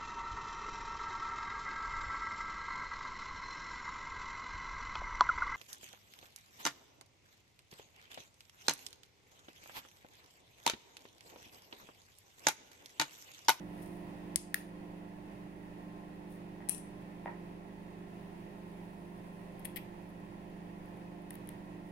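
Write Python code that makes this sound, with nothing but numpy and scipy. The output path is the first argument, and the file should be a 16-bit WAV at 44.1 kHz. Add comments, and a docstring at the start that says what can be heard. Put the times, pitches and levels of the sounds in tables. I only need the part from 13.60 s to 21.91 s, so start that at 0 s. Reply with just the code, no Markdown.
"""A microwave oven runs in a kitchen: transformer hum, the tones of a cooling fan and its rush of air.
Close to a phone, fingers rub a small plastic tube and prise its cap off (a snap, then a pop of air).
The tube lands on the counter between two dull, distant knocks; a dropper bottle is unscrewed in
stick-slip ticks, with one thin squeak. Each hit rings the modes of its object and the room briefly;
the phone's gain control ducks after the loudest peaks."""
import sys
import numpy as np
from scipy import signal
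from scipy.fft import rfft, irfft
from scipy.io import wavfile

SR = 44100
rng = np.random.default_rng(int(sys.argv[2]) if len(sys.argv) > 2 else 0)


def inscribe(sig):
    """Save sig as 16-bit PCM at rate SR to the path in sys.argv[1].

    A 1-D sig is mono; a 2-D sig holds one channel per row.
    Samples are clipped to [-1, 1] before scaling.
    """
    pcm = np.round(np.clip(np.atleast_2d(sig).T, -1, 1) * 32767)
    wavfile.write(sys.argv[1], SR, pcm.astype(np.int16))


N = 366471
T = np.arange(N) / SR
FREQS = np.maximum(np.fft.rfftfreq(N, 1 / SR), 1)

# modes of the plastic tube (frequency [Hz], width [Hz], level [dB])
TUBE_MODES = [(1960, 900, -29), (4680, 2200, -7.5), (5980, 1200, -10), (8370, 740, -6.5),
              (9250, 1320, -3.5), (10550, 1200, -6.5), (13400, 2730, -39.5)]


def undb(db):
    """Decibels to gain."""
    return 10 ** (np.asarray(db) / 20)


def spectrum(rows, hz):
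    """One curve for each value column of a frequency table, interpolated on a log axis."""
    points, *columns = np.transpose(rows)
    return np.array([np.interp(np.log(hz), np.log(points), column) for column in columns])


def colour(x, db):
    """Minimum-phase EQ with the given gain at each of FREQS."""
    cepstrum = irfft(np.log(undb(db)), N)
    cepstrum[..., 1:N // 2] *= 2
    cepstrum[..., N // 2:] = 0
    return irfft(rfft(x, N) * np.exp(rfft(cepstrum)), N)


def walk(rate_hz):
    """Smooth random modulation with a spread of one, rolling off above rate_hz."""
    x = irfft(rfft(rng.standard_normal(N)) * np.exp(-(FREQS / rate_hz) ** 2), N)
    return x / x.std()


def place(at_s, x, send_db):
    """One event on the timeline, as (direct sound, room send)."""
    track = np.zeros(N)
    start = int(at_s * SR)
    track[start:start + len(x)] = x[:N - start]
    return np.outer([1, undb(send_db)], track)


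def port_correlation(hz):
    """The oven's stereo image: the two microphone ports share the bass but not the treble."""
    # likeness of the ports (frequency [Hz], correlation [-1 to 1])
    likeness = [(30, 1), (55, 0.84), (140, 0.98), (230, 1), (400, 0.78), (600, 0.51), (850, -0.17),
                (1130, -0.66), (1500, -0.073), (1900, 0.14), (3000, -.1), (5000, -0.061)]
    return np.clip(spectrum(likeness, hz)[0], -1, 1)


def tone(hz, left_db, right_db, drift):
    """One stereo hum line; the less the ports correlate, the further apart its phases lie."""
    phase = 2 * np.pi * hz * T + rng.uniform(0, 2 * np.pi) + drift
    apart = np.arccos(port_correlation(hz))
    return np.sqrt(2) * np.array([undb(left_db) * np.sin(phase - apart), undb(right_db) * np.sin(phase)])


def transformer(mains_hz=49.966, turn_s=8.75):
    """Mains harmonics; two of them swell and fade as the turntable carries the load round."""
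    # hum lines (mains multiple [rounded on use], left level [dB], right level [dB])
    harmonics = [(1, -71.5, -61), (2, -73, -64), (4.01, -60, -51.5), (5, -69, -64), (6, -60, -55.5),
                 (8, -67, -61.5), (12, -73, -69), (19.85, -85, -82), (28.1, -79.5, -95.5)]
    # lines that fade once a turn (mains multiple, weakest at [s], depth [0-1])
    fades = [(6, 5.4, 0.42), (8, 8.4, 0.32)]
    drift = .03 * walk(0.64)
    swell = {k: np.abs(1 - depth * np.exp(2j * np.pi * (T - s) / turn_s)) for k, s, depth in fades}
    hum = 0
    for multiple, left_db, right_db in harmonics:
        k = round(multiple)
        hum = hum + tone(k * mains_hz, left_db, right_db, k * drift) * swell.get(k, 1)
    return hum


def fan(blade_hz=174.17, flutter_db=1.27, swell_db=1.03):
    """Blade tones on a slightly unsteady shaft swell together; the overtones flutter in turbulence."""
    # fan tones (blade-rate multiple, left level [dB], right level [dB])
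    harmonics = [(1, -53.5, -52), (2, -65.5, -57.5), (3, -66.5, -83.5), (4, -77.5, -67), (5, -77, -68.5),
                 (6, -69, -81.5)]
    drift = 0.23 * walk(1.6)
    tones = 0
    for k, left_db, right_db in harmonics:
        line = tone(k * blade_hz, left_db, right_db, k * drift)
        flutter = undb(flutter_db * min(k - .5, 2) * walk(2.5))
        tones = tones + line * flutter
    return tones * undb(swell_db * walk(1.5))


def air_rush(waver_db=.5, ripple_db=2.5, ripple_step_hz=22):
    """Fan air through the casing; standing waves in the kitchen ripple its spectrum above 500 Hz."""
    # noise bed (frequency [Hz], left density [dB/Hz], right density [dB/Hz])
    bed = [(22.2, -81, -85), (78.8, -95.5, -93), (119.2, -83.5, -81), (178.7, -79, -77),
           (270.3, -87.5, -86), (320.5, -84, -76), (462.6, -88, -85.5), (703, -91, -81),
           (1028, -91.5, -85.5), (1253, -95.5, -99), (2460, -100, -98), (4100, -109, -109),
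           (6410, -116, -114), (10010, -121, -119), (15500, -121, -119)]
    # hollow resonances of the casing (frequency [Hz], width [Hz], left gain [dB], right gain [dB])
    casing = [(120.6, 7.8, 5.5, 8.5), (344.4, 4.5, 4, 5), (1897, 198, 2, 9), (2580, 150, 2, 5),
              (1500, 77, -1.5, -2.5)]
    db = spectrum(bed, FREQS)
    for hz, width, left_db, right_db in casing:
        db = db + np.outer([left_db, right_db], np.exp(-((FREQS - hz) / width) ** 2))
    bumps = rng.standard_normal((2, 1500))
    ripple = np.array([np.interp(FREQS / ripple_step_hz, np.arange(len(row)), row) for row in bumps])
    db = db + ripple_db * ripple * np.clip(FREQS / 500 - 1, 0, 1)
    alike = port_correlation(FREQS)
    mid, side = rfft(rng.standard_normal((2, N))) * np.sqrt([1 + alike, 1 - alike])
    rush = irfft(np.array([mid + side, mid - side]) * undb(db), N) * np.sqrt(SR) / 2
    return rush * undb(waver_db * walk(5.4))


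def finger_rubs(grain_db=3):
    """Skin sliding on plastic gives a faint grainy hiss."""
    # strokes (centre time [s], level [dB], half length [s])
    rubs = [(0.231, -69, 0.014), (0.26, -71.5, 0.16), (2.728, -68.5, 0.036), (5.55, -79, 0.83),
            (8.288, -74.5, .03)]
    # tone of the friction (frequency [Hz], gain [dB])
    rub_eq = [(1500, -18), (3000, -2), (7000, -4), (10000, -4), (15500, -5.5)]
    pressure = sum(undb(db) * np.exp(-((T - s) / half_s) ** 2) for s, db, half_s in rubs)
    grains = rng.standard_normal(N) * undb(grain_db * walk(150))
    hiss = colour(grains, spectrum(rub_eq, FREQS)[0])
    return place(0, pressure * hiss / hiss.std(), send_db=-9)


def hit(modes, db, contact_s, grit, tilt_db=0, size=4096):
    """A sharp release and micro-slips dying over contact_s ring an object's modes; tilt is per octave."""
    t = T[:size]
    ring = 0
    for k, (hz, width, mode_db) in enumerate(modes):
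        gain = (-1) ** k * undb(mode_db + tilt_db * np.log2(hz))
        ring = ring + gain * np.exp(-np.pi * width * t) * np.sin(2 * np.pi * hz * t)
    # small things radiate poorly below their lowest mode
    low_cut = signal.butter(2, 0.73 * modes[0][0], "high", fs=SR, output="sos")
    ring = signal.sosfilt(low_cut, ring)
    fade = np.exp(-t / contact_s)
    slips = signal.fftconvolve(rng.standard_normal(size) * fade, ring)[:size]
    slips *= grit * np.sqrt(np.sum(fade ** 2) * np.sum(ring ** 2) / np.sum(slips ** 2))
    slips = np.roll(slips, int(.0003 * SR))  # a moment after the release
    return undb(db) * (ring + slips) / np.abs(ring).max()


def uncap_tube(rim_width_hz=2600):
    """The cap snaps over its rim and jolts the hands; as the seal breaks, the air in the tube pops."""
    # the cap gives way (time [s], snap level [dB], rim ring [Hz], rim mode level [dB],
    # pop level [dB], jolt level [dB], room send [dB])
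    snaps = [(0.7589, -10.5, 9210, -27, -43, -46.5, -13.5), (0.9433, -14.5, 13100, 4.5, -15.5, -62, -15)]
    # modes of the cap, the air column and the hands (frequency [Hz], width [Hz], level [dB])
    cap_modes = [(1405, 460, -26), (2010, 420, -20), (3700, 970, -10), (5050, 930, -7), (6730, 1500, -3.5),
                 (8850, 1000, -4), (10700, 1600, -6), (13530, 2635, -11)]
    air_modes = [(1820, 225, -1.5), (2627, 200, -10), (3640, 1100, -4), (5310, 1300, -5.5)]
    hand_modes = [(49.9, 36, 0), (115, 70, -2)]
    out = 0
    for s, snap_db, rim_hz, rim_db, pop_db, jolt_db, send_db in snaps:
        snap = hit(cap_modes + [(rim_hz, rim_width_hz, rim_db)], snap_db, contact_s=0.00313, grit=0.077)
        pop = hit(air_modes, pop_db, contact_s=0.00092, grit=0.0077)
        jolt = hit(hand_modes, jolt_db, contact_s=0.0019, grit=0.01016)
        out = out + place(s, snap + jolt, send_db) + place(s, pop, send_db - 4)
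    return out


def distant_knocks(contact_s=.0012):
    """Dull knocks, heard largely through the room, each with a very faint plastic tick."""
    # knocks (time [s], level [dB], tilt [dB/octave])
    knocks = [(3.0039, -46.5, 1), (3.6581, -29.5, -3)]
    # modes of the thud (frequency [Hz], width [Hz], level [dB])
    thud_modes = [(587, 130, -2), (814, 154, 3.5), (957, 110, -0.5), (1350, 400, -6.5), (1880, 140, -4.5),
                  (2400, 520, -5), (3300, 790, -9)]
    out = 0
    for s, db, tilt_db in knocks:
        thud = hit(thud_modes, db, contact_s, grit=0.011, tilt_db=tilt_db)
        tick = hit(TUBE_MODES, db - 58, contact_s, grit=.12)
        out = out + place(s, thud + tick, send_db=-2)
    return out


def stand_tube(land_s=3.0943, gap_s=.0527, gap_shrink=.635, grit=0.15):
    """The tube's edge grazes the counter, its foot lands, and it rocks in two ever shorter bounces."""
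    landing = hit(TUBE_MODES, db=-17.5, contact_s=.0027, grit=grit, tilt_db=3.5)
    out = place(land_s, landing, send_db=-8.5)
    # lighter, duller touches (time [s], level [dB])
    graze = (land_s - .006, -28)
    bounces = [(land_s + gap_s, -35.5), (land_s + gap_s * (1 + gap_shrink), -39)]
    for s, db in [graze, *bounces]:
        touch = hit(TUBE_MODES, db, contact_s=0.0026, grit=grit, tilt_db=-4)
        out = out + place(s, touch, send_db=-15.5)
    return out


def twist_ticks(from_s=6.0, to_s=7.7, db=-60.5, scatter_db=4.0, ring_hz=11500, length_s=.002, count=9):
    """Tiny slips at random moments while the bottle's cap turns, as rows for unscrew_bottle."""
    return [(from_s + when * (to_s - from_s), db + scatter_db * (2 * force - 1), ring_hz, length_s)
            for when, force in rng.random((count, 2))]


def unscrew_bottle(catch_s=.0061, thread_width_hz=1200, thread_db=0.5, dulling_db=5):
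    """The thread sticks and slips; a long slip catches again and again, each time with less ring."""
    # slips of the cap (time [s], level [dB], thread ring [Hz], length [s])
    slips = [(5.994, -51, 11400, 0.0053), (6.0479, -41.5, 9150, 0.0064), (6.0525, -30, 11000, .004),
             (6.16, -31.5, 12460, 0.014), (6.503, -59, 11500, .003), (7.7065, -35, 10600, 0.0013),
             (7.7312, -48, 13500, .001), (7.7413, -43, 14300, .001), (7.754, -42.5, 12100, .002),
             (7.8737, -47, 10600, .0007), (7.8904, -34, 10600, .0005)]
    # modes of the bottle (frequency [Hz], width [Hz], level [dB])
    bottle_modes = [(1890, 270, -13), (2450, 540, -4.5), (3360, 1460, -1), (5400, 1100, -11),
                    (8900, 1500, -15.5), (11000, 4300, -24.5)]
    out = 0
    for s, db, ring_hz, length_s in slips + twist_ticks():
        for k in range(3):
            thread_mode = (ring_hz, thread_width_hz, thread_db - dulling_db * k)
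            catch = hit(bottle_modes + [thread_mode], db, contact_s=min(length_s, catch_s), grit=0.18)
            fade = np.exp(-(k * catch_s / length_s) ** 2)
            out = out + place(s + k * catch_s, catch * fade, send_db=-16.5)
    return out


def finger_squeak(centre_s=7.325, half_s=.075, top_s=7.31, top_hz=11500, sag_hz=1400, db=-89):
    """A fingertip squeaks on the bottle: a thin, jittery whistle whose pitch rises and falls."""
    swell = np.sqrt(np.clip(1 - ((T - centre_s) / half_s) ** 2, 0, 1))
    arch_hz = top_hz - sag_hz * ((T - top_s) / half_s) ** 2
    hz = arch_hz * (1 + 0.0044 * walk(200))
    phase = 2 * np.pi * np.cumsum(hz * (swell > 0)) / SR
    return np.sqrt(2) * np.sin(phase) * undb(db) * swell


def kitchen_reverb(send, predelay_s=0.0057, build_s=0.0052, left_db=1.5, right_db=4.5, size=22050):
    """The kitchen's short tail builds up after the first wall and lasts longest in the mids and highs."""
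    # the tail by band (frequency [Hz], t60 [s], relative level [dB])
    bands = [(700, 0.19, 4.5), (1367, 0.32, 5.5), (2508, 0.29, 4.5), (6006, 0.35, -2.5), (9500, 0.32, -0.5),
             (14820, 0.2, 1.5)]
    hz, s, cells = signal.stft(rng.standard_normal((2, size)), SR, nperseg=256)
    t60, db = spectrum(bands, np.maximum(hz, 1))[:, :, None]
    decay = np.exp(-np.log(1000) * s / t60)
    tail = signal.istft(cells * undb(db) * decay, SR)[1][:, :size]
    tail *= np.clip((T[:size] - predelay_s) / build_s, 0, 1)
    tail /= np.sqrt(np.sum(tail ** 2, axis=1, keepdims=True))
    return signal.fftconvolve(send[None], tail, axes=1)[:, :N] * undb([[left_db], [right_db]])


def scene():
    """The oven fills the room; the hands work close to the left port and reach the right one later."""
    # the phone's body shades the right port from the hands (frequency [Hz], gain [dB])
    shade = [(1200, 2), (1900, 5), (2700, -5), (4200, -24), (7000, -13), (10000, -25.5), (15000, -18)]
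    oven = transformer() + fan() + air_rush()
    near, near_send = uncap_tube() + stand_tube() + unscrew_bottle() + finger_rubs()
    near = near + finger_squeak()  # too thin to wake the room
    far, far_send = distant_knocks()
    shaded = np.roll(colour(near, spectrum(shade, FREQS)[0]), int(.0004 * SR))
    return oven + np.array([near, shaded]) + far + kitchen_reverb(near_send + far_send)


def gain_control(x, threshold_db=-13, depth_db=6.5, attack_s=0.0069, makeup_db=2.0,
                 quick_db_per_s=14, slow_db_per_s=0.03, slow_share=0.31):
    """A loud peak ducks the gain; most of it returns quickly, the rest creeps back."""
    peak_db = 20 * np.log10(np.abs(x).max(axis=0) + 1e-9)
    over_db = np.clip(peak_db - threshold_db, 0, depth_db)
    quick = np.maximum.accumulate(over_db + quick_db_per_s * T) - quick_db_per_s * T
    slow = np.maximum.accumulate(slow_share * over_db + slow_db_per_s * T) - slow_db_per_s * T
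    step = 1 / (attack_s * SR)
    duck_db = signal.lfilter([step], [1, step - 1], np.maximum(quick, slow))
    return x * undb(makeup_db - duck_db)


def record(dry, top_hz=15900):
    """The phone's chain: port resonances, gain control and a steep top cut."""
    # colour of the microphone ports (frequency [Hz], left gain [dB], right gain [dB])
    port_eq = [(5998, 0, -0.5), (7630, -2, 2), (8930, 11.5, -15.5), (9770, 8, -12), (10780, 10.5, -11),
               (12450, 6, -10), (14130, 4.5, -4.5), (15440, 5.5, -1)]
    ducked = gain_control(colour(dry, spectrum(port_eq, FREQS)))
    top_cut = signal.ellip(10, .2, 70, top_hz, fs=SR, output="sos")
    return signal.sosfilt(top_cut, ducked)


dry = scene()
out = record(dry)
inscribe(out)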